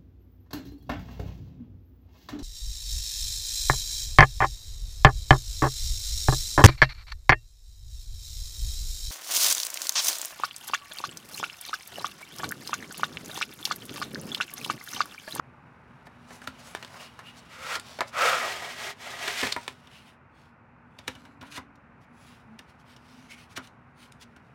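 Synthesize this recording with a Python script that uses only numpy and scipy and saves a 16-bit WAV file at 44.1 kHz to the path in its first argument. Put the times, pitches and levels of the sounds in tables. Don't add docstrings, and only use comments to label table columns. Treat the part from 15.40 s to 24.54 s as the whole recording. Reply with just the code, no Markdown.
import sys
import numpy as np
from scipy import signal
from scipy.fft import rfft, irfft
from scipy.io import wavfile

SR = 44100
rng = np.random.default_rng(int(sys.argv[2]) if len(sys.argv) > 2 else 0)


def wav_record(signal):
    frames = np.transpose(np.atleast_2d(signal))
    bounded = np.clip(frames, -1, 1)
    quanta = np.round(bounded * 32767).astype(np.int16)
    wavfile.write(sys.argv[1], SR, quanta)


N = 403074
TIME = np.arange(N) / SR

# t/s, knock level/dB, tick level/dB, ring f/Hz
TUBE_TAPS = [(4.473, -59, -57.5, 2960), (5.589, -50, -49, 4550), (5.68, -38.5, -32, 2030),
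             (5.753, -52, -54, 2600), (5.853, -53.5, -61.5, 4050), (6.013, -48.5, -54, 3600),
             (6.024, -45.5, -61, 1010), (6.176, -40, -44.5, 963), (6.357, -70, -69, 6000),
             (7.192, -53, -47.5, 1910), (7.565, -58, -57.5, 5870), (8.175, -39, -43.5, 1250),
             (8.274, -65, -56, 7000), (8.723, -72, -54.5, 9600), (8.964, -56.5, -60.5, 1510)]
# f/Hz, width/Hz, level/dB
TRAY_MODES = [(1012, 40, -3), (1443, 89, 6), (1960, 120, 0.5), (2290, 90, 1.5), (2900, 170, 6),
              (3800, 140, 2.5), (5600, 180, 2)]
# f/Hz, level/dB
KNOCK_SPECTRUM = [(150, -14.5), (300, -3), (500, 0), (900, -0.5), (1500, 0.5), (2300, -4), (3500, -21.5),
                  (8000, -44)]
TICK_SPECTRUM = [(700, -51.5), (1800, -8), (3200, 3.5), (5000, -2.5), (8000, -8), (11000, -11.5),
                 (16000, -24.5)]


def from_db(db):
    return 10 ** (np.asarray(db) / 20)


def unit_rms(x):
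    return x / np.sqrt(np.mean(x ** 2) + 1e-20)


def gain_curve(points):
    times, db = np.transpose(points)
    return np.interp(TIME, times, from_db(db))


def ease(x):
    return np.sin(np.pi / 2 * np.clip(x, 0, 1)) ** 2


def drift(rate_hz, hop=40):
    pole = np.exp(-2 * np.pi * hop * rate_hz / SR)
    noise = rng.standard_normal(N // hop + 2002)
    slow = signal.lfilter([1], [1, -2 * pole, pole * pole], noise)[2000:]
    return np.interp(np.arange(N) / hop, np.arange(len(slow)), unit_rms(slow))


def colour(x, spectrum, modes, ripple_db=0, ripple_hz=130, size=8192):
    f = np.maximum(np.arange(size // 2 + 1) * SR / size, 1)
    hz, db = np.transpose(spectrum)
    broad_db = np.interp(np.log(f), np.log(hz), db)
    peaks = sum(from_db(2 * peak_db) / (1 + (2 * (f - centre) / width) ** 2)
                for centre, width, peak_db in modes)
    ripple = np.interp(f / ripple_hz, np.arange(512), rng.standard_normal(512)) * f / (f + 2500)
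    gain = unit_rms(from_db(broad_db + ripple_db * ripple) * np.sqrt(1 + peaks))
    cepstrum = irfft(np.log(gain + 1e-9))
    cepstrum[1:size // 2] *= 2
    cepstrum[size // 2 + 1:] = 0
    return signal.oaconvolve(x, irfft(np.exp(rfft(cepstrum))))[:len(x)]


def friction(per_s, size_db, hiss, judder_db, judder_hz):
    sizes = from_db(size_db * np.minimum(rng.exponential(1, N), 5)) * rng.choice([-1, 1], N)
    slips = unit_rms(sizes * (rng.random(N) < per_s / SR))
    drag = slips + hiss * rng.standard_normal(N)
    return unit_rms(drag * from_db(judder_db * drift(judder_hz)))


def blows(times, levels_db, rises, decays, rings_hz, snap, rattle_db, rattle_s, size=8000):
    out, lead = np.zeros(N + size), size // 4
    t = (np.arange(size) - lead) / SR
    for at, db, rise, decay, hz in zip(times, levels_db, rises, decays, rings_hz):
        build_up = np.exp(-abs(t) / max(rise, 1e-4))
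        settling = np.exp(-abs(t) / max(decay, 1e-4))
        rattle = from_db(rattle_db) * np.exp(-abs(t) / rattle_s)
        burst = rng.standard_normal(size) * np.where(t < 0, build_up, settling + rattle)
        burst[lead] += snap * np.linalg.norm(burst)
        ring = (from_db(6.5) - 1) * signal.lfilter(*signal.iirpeak(hz, Q=2.5, fs=SR), burst)
        start = int(at * SR) - lead
        out[start:start + size] += from_db(db) * (burst + ring) / np.linalg.norm(burst)
    return out[:N] * np.sqrt(.01 * SR)


def strokes(rows, spectrum, drag, ring_db, ring_q, shift_oct, size=32768):
    out, t = np.zeros(N + size), (np.arange(size) - size // 2) / SR
    for at, swell_s, db, hz in rows:
        start = int(at * SR) - size // 2
        travel = t / (swell_s * np.where(t < 0, 1, 1.08))
        rub = drag.take(start + np.arange(size), mode="wrap") * np.exp(-travel ** 2) * from_db(db)
        passed = (1 + np.tanh(2 * travel)) / 2
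        for share, spot_hz in ((1 - passed, hz / 2 ** shift_oct), (passed, hz * 2 ** shift_oct)):
            spot = [(spot_hz, spot_hz / ring_q, ring_db)]
            out[start:start + size] += colour(rub * share, spectrum, spot, ripple_db=4.2, ripple_hz=280)
    return out[:N]


def room_tone():
    spectrum = [(15, -57), (25, -35), (53, -2), (130, 4), (170, 0.5), (242, -5), (335, -8.5), (624, -10),
                (887, -5.5), (1040, -7), (1480, -8), (1650, -11.5), (2610, -18), (3250, -34.5),
                (16000, -63)]
    modes = [(241.1, 9, 13), (900, 80, -11), (1530, 130, -6.5)]
    loudness = [(0, -53), (2, -52.5), (5.2, -56), (6, -54), (9.14, -55)]
    return colour(rng.standard_normal(N), spectrum, modes) * gain_curve(loudness)


def faint_hum():
    tones = [(5.693, 6.452, 284.4, -56.5), (7.073, 7.18, 222, -47), (7.687, 7.896, 260.5, -54)]
    wavering_time = np.cumsum(1 + 0.013 * drift(6.5)) / SR
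    out = np.zeros(N)
    for start, end, hz, db in tones:
        progress = np.clip((TIME - start) / (end - start), 0, 1)
        swell = np.sqrt(abs(np.sin(np.pi * progress)))
        out += from_db(db) * swell * np.sin(2 * np.pi * hz * wavering_time)
    return out


def reflections(x, wet_db, t60_s, wall_hz, size=16384):
    t = np.arange(size) / SR
    tail = rng.standard_normal(size) * from_db(-60 * t / t60_s) * (t > .005)
    tail = signal.sosfilt(signal.butter(1, wall_hz, fs=SR, output="sos"), tail)
    return x + from_db(wet_db) * signal.oaconvolve(x, tail / np.linalg.norm(tail))[:N]


def table_and_tray_bumps():
    box_bumps = [(1.081, -42.5), (4.029, -35.5), (4.058, -38.5), (4.167, -47.5), (4.283, -50)]
    # f/Hz, width/Hz, level/dB
    modes = [(106, 40, 5.5), (211.7, 12, -4.5), (254.2, 14, 1), (534, 65, -3.5), (963, 27, -2.5)]
    tap_bumps = [(at + .005, knock_db - 2) for at, knock_db, *_ in TUBE_TAPS]
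    times, db = np.transpose(box_bumps + tap_bumps)
    out = np.zeros(N)
    for hz, width, mode_db in modes:
        pushes = np.full(N, 1e-18)
        pushes[(times * SR).astype(int)] = from_db(db + mode_db + rng.normal(0, 1.6, len(times)))
        pole, cosine = np.exp(-np.pi * width / SR), np.cos(2 * np.pi * hz / SR)
        out += signal.lfilter([1, -pole * cosine], [1, -2 * pole * cosine, pole * pole], pushes)
    return signal.sosfilt(signal.butter(2, 70, "high", fs=SR, output="sos"), out)


def fingers():
    # f/Hz, level/dB
    card_skin = [(250, -24.5), (600, 5.5), (950, 1), (1700, -1), (2900, -4.5), (5900, -5.5), (10200, -11.5),
                 (12500, -18.5), (16000, -19)]
    tube_skin = [(400, -15.5), (1200, -6), (2300, 0), (3500, -2), (5500, -8), (8000, -14), (10500, -13.5),
                 (13000, -23), (16000, -21.5)]
    # peak t/s, swell/s, level/dB, ring f/Hz
    card_strokes = [(.664, 0.01, -61, 1200), (.935, 0.052, -53.5, 9000), (1.04, 0.019, -50, 1500),
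                    (1.205, 0.024, -50, 3000), (1.28, 0.04, -51, 9600), (1.41, 0.11, -55, 1790),
                    (1.565, 0.054, -50, 1010), (1.612, 0.013, -49, 2300), (1.645, 0.032, -52.5, 4300),
                    (1.98, 0.019, -50.5, 5370), (2.52, 0.083, -49, 4450), (2.684, 0.017, -48, 4600),
                    (4.21, 0.098, -50.5, 3050)]
    tube_strokes = [(4.56, 0.052, -60, 3840), (4.68, 0.046, -59, 2700), (5.018, 0.073, -66.5, 4700),
                    (5.74, 0.16, -64.5, 3770), (6.067, 0.025, -55.5, 2950), (6.122, 0.013, -45, 2700),
                    (6.162, 0.021, -39.5, 1790), (6.628, .018, -66, 11000), (6.88, 0.1, -58.5, 11400),
                    (7.298, 0.019, -61.5, 5000), (7.405, 0.015, -64, 6000), (7.51, 0.043, -59, 3420),
                    (7.78, 0.15, -60.5, 5400), (8.009, 0.042, -55, 2380), (8.12, 0.021, -56, 4930),
                    (8.172, 0.009, -34.5, 6260), (8.247, 0.028, -56, 3850), (8.63, .045, -56, 10000),
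                    (8.823, 0.015, -48, 5800)]
    sticky_strokes = [(1.63, 0.062, -51, 2840), (1.88, 0.032, -48, 2820), (4.56, 0.042, -54, 2870),
                      (7.72, 0.031, -63.5, 5450), (7.924, 0.022, -43, 2200)]
    grip = [(.2, -71.5), (.7, -66), (1.2, -53.5), (4.5, -59), (4.8, -88), (6.5, -82), (7.6, -68),
            (8.4, -77.5), (9.14, -68)]
    crackle = friction(per_s=300, size_db=1.8, hiss=0, judder_db=2.5, judder_hz=15)
    card_grain = friction(per_s=3000, size_db=2.6, hiss=1, judder_db=1.4, judder_hz=40)
    tube_grain = friction(per_s=3000, size_db=2.3, hiss=1, judder_db=1.4, judder_hz=40)
    card_drag = unit_rms(card_grain + .55 * crackle)
    tube_drag = unit_rms(tube_grain + .35 * crackle)
    on_card = strokes(card_strokes, card_skin, card_drag, ring_db=5.5, ring_q=2, shift_oct=.12)
    on_tubes = strokes(tube_strokes, tube_skin, tube_drag, ring_db=3.5, ring_q=12, shift_oct=.12)
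    squeaks = strokes(sticky_strokes, tube_skin, tube_drag, ring_db=18, ring_q=26, shift_oct=.01)
    rustle = colour(tube_drag[::-1] * gain_curve(grip), tube_skin, TRAY_MODES) * from_db(-5.5)
    return on_card + on_tubes + squeaks + rustle


def tube_taps():
    times, knock_db, tick_db, ring_hz = np.transpose(TUBE_TAPS)
    decay = 0.0047 * 2 ** ((knock_db - tick_db) / 9)
    rise = np.full(len(times), 0.0019)
    knock = blows(times, knock_db, rise, decay * 3.1, ring_hz, snap=.13, rattle_db=-6, rattle_s=.0082)
    tick = blows(times, tick_db, rise, decay, ring_hz, snap=.72, rattle_db=-21.5, rattle_s=.038)
    dull = colour(knock, KNOCK_SPECTRUM, TRAY_MODES)
    return dull + colour(tick, TICK_SPECTRUM, TRAY_MODES, ripple_db=2.5)


def loose_tube(at_s, db, ring_hz):
    modes = [(512, 35, 25.5), (1990, 250, 22.5), (2640, 160, 23.5)]
    clack = blows([at_s], [db], [.0008], [.0025], [ring_hz], snap=1.5, rattle_db=-22, rattle_s=.01)
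    return colour(clack, KNOCK_SPECTRUM, modes)


def tray_drop(at_s, db, hz, t60_s):
    age = np.maximum(TIME - at_s, 0)
    return from_db(db - 60 * age / t60_s) * np.sin(2 * np.pi * hz * age)


def card_knocks():
    # t/s, knock level/dB, tick level/dB, base rise/s, base decay/s, ring f/Hz
    hits = [(.671, -48.5, -57, 0.0037, .006, 690), (.908, -45, -56, .004, .012, 640),
            (1.018, -48, -54, .001, 0.0058, 1490), (1.075, -38, -38.5, 0.0014, 0.0022, 1590),
            (1.35, -35.5, -39.5, 0.00032, 0.0012, 1620), (1.373, -50, -56, 0.0012, .003, 1750),
            (1.427, -43.5, -46, .0005, 0.0067, 3100), (1.448, -46.5, -49.5, 0.00082, 0.0022, 3200),
            (1.544, -45, -63, .001, 0.026, 1110), (1.791, -44.5, -51, .001, 0.019, 1100),
            (2.355, -34.5, -35.5, 0.00089, 0.0092, 5400), (2.398, -50, -42.5, 0.00073, 0.002, 9200),
            (2.589, -36.5, -46, .001, 0.0073, 605), (2.607, -26, -33.5, 0.00015, 0.0046, 1550),
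            (2.616, -30, -55, 0.0023, 0.0042, 620), (3.223, -40.5, -59, .002, 0.0044, 1050),
            (3.881, -28.5, -33.5, 0.0039, 0.004, 2800), (4.016, -39, -33, .002, .002, 1800),
            (4.032, -26.5, -35, 0.00083, 0.0065, 2180), (4.071, -31.5, -36.5, .005, 0.0077, 3400),
            (4.124, -39, -30.5, 0.0019, 0.0077, 4500), (4.164, -30.5, -43, .0002, .005, 1010),
            (4.2794, -35, -38, 0.0001, 0.0027, 2740)]
    modes = [(408, 14, 7.5), (634, 70, 1.5), (1010, 42, 3.5), (1480, 120, -5.5), (1720, 140, -1.5),
             (2330, 130, -2)]
    times, knock_db, tick_db, rise, decay, ring_hz = np.transpose(hits)
    knock = blows(times, knock_db, rise * .7, decay * 1.3, ring_hz,
                  snap=.55, rattle_db=-16.5, rattle_s=.0078)
    tick = blows(times, tick_db, rise, decay * .39, ring_hz, snap=.22, rattle_db=-15.5, rattle_s=.015)
    dull = colour(knock, KNOCK_SPECTRUM, modes, ripple_db=-1.5)
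    return dull + colour(tick, TICK_SPECTRUM, modes, ripple_db=3)


def pull_strength(pulls, start_up_s=0.1, stop_s=0.087):
    strength = np.zeros(N)
    for start, end, first_db, last_db, _ in pulls:
        speed = from_db(np.interp(TIME, [start, end], [first_db, last_db]))
        strength += speed * ease((TIME - start) / start_up_s) * ease((end - TIME) / stop_s)
    return strength


def sliding_tray():
    # start t/s, end t/s, first level/dB, last level/dB, relative rasp level/dB
    pulls = [(2.062, 2.22, -48, -46.5, -3), (2.144, 2.401, -50.5, -26.5, -0.5),
             (2.706, 2.84, -30, -30.5, -8), (2.756, 3.009, -17, -30, -4.5),
             (2.928, 3.244, -26.5, -41, -2.5), (3.166, 3.38, -36, -40.5, -2),
             (3.31, 3.549, -43.5, -32.5, 0.5), (3.56, 3.824, -41, -39.5, -4), (3.758, 3.992, -33, -39, 1),
             (3.911, 4.158, -35.5, -42.5, 7)]
    # f/Hz, level/dB
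    panel_spectrum = [(200, -32.5), (350, -26.5), (480, 0.5), (600, -4.5), (780, -6), (1100, -3),
                      (1300, 7.5), (1700, -7), (2400, -5), (4000, -29), (8000, -39)]
    hollow_spectrum = [(200, -20), (330, -6), (420, -8.5), (700, 7), (900, 0.5), (1300, 2.5), (2000, -10),
                       (3200, -5), (8000, -52.5)]
    rasp_spectrum = [(710, -21.5), (1200, -23), (1520, -3), (2020, 2.5), (2400, 1), (5470, -5.5),
                     (6580, -8), (15200, -22.5), (16000, -23.5)]
    # f/Hz, width/Hz, level/dB
    card_modes = [(404, 14, 5.5), (521, 15, 4), (583, 25, -0.5), (922, 24, 3.5), (1026, 18, 8),
                  (1220, 18, 3), (1321, 14, -2), (1407, 14, 4.5), (1570, 40, 0.5), (1900, 50, -3),
                  (2320, 28, -6), (2476, 20, -3.5), (3280, 40, -3)]
    cavity_modes = [(407, 16, 17.5), (661, 110, -3), (906, 20, 5.5), (1230, 36, 6), (1670, 35, 13.5),
                    (1920, 41, 20.5), (2056, 53, 4), (2260, 50, 10)]
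    pull, usual_pull = pull_strength(pulls), from_db(-39.5)
    slips = friction(per_s=6000, size_db=2, hiss=.9, judder_db=.6, judder_hz=50) * pull
    hollow_share = np.interp(TIME, [2.93, 3.105], [0.092, 1])
    panels = colour(slips * np.sqrt(1 - hollow_share), panel_spectrum, card_modes) * from_db(-0.5)
    hollow = colour(slips * np.sqrt(hollow_share), hollow_spectrum, cavity_modes) * from_db(-2)
    bite = gain_curve([((start + end) / 2, rasp_db) for start, end, *_, rasp_db in pulls])
    rasp_gain = usual_pull * (pull / usual_pull) ** 0.96 * bite
    rasp = friction(per_s=9000, size_db=1.6, hiss=.9, judder_db=1.5, judder_hz=35) * rasp_gain
    return panels + hollow + colour(rasp, rasp_spectrum, card_modes, ripple_db=1.2)


def scene():
    handling = sliding_tray() + fingers() + card_knocks() + tube_taps()
    handling += loose_tube(at_s=5.6805, db=-32, ring_hz=2350)
    handling += table_and_tray_bumps()
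    handling += tray_drop(at_s=4.176, db=-30, hz=945, t60_s=0.11)
    air = room_tone()
    return (reflections(handling, wet_db=-17, t60_s=0.16, wall_hz=4000) + air + faint_hum())[None]


def record(dry):
    low_cut = signal.butter(2, 45, "high", fs=SR, output="sos")
    high_cut = signal.ellip(10, .1, 70, 15900, fs=SR, output="sos")
    return signal.sosfilt(high_cut, signal.sosfilt(low_cut, dry))


dry = scene()
out = record(dry)
wav_record(out)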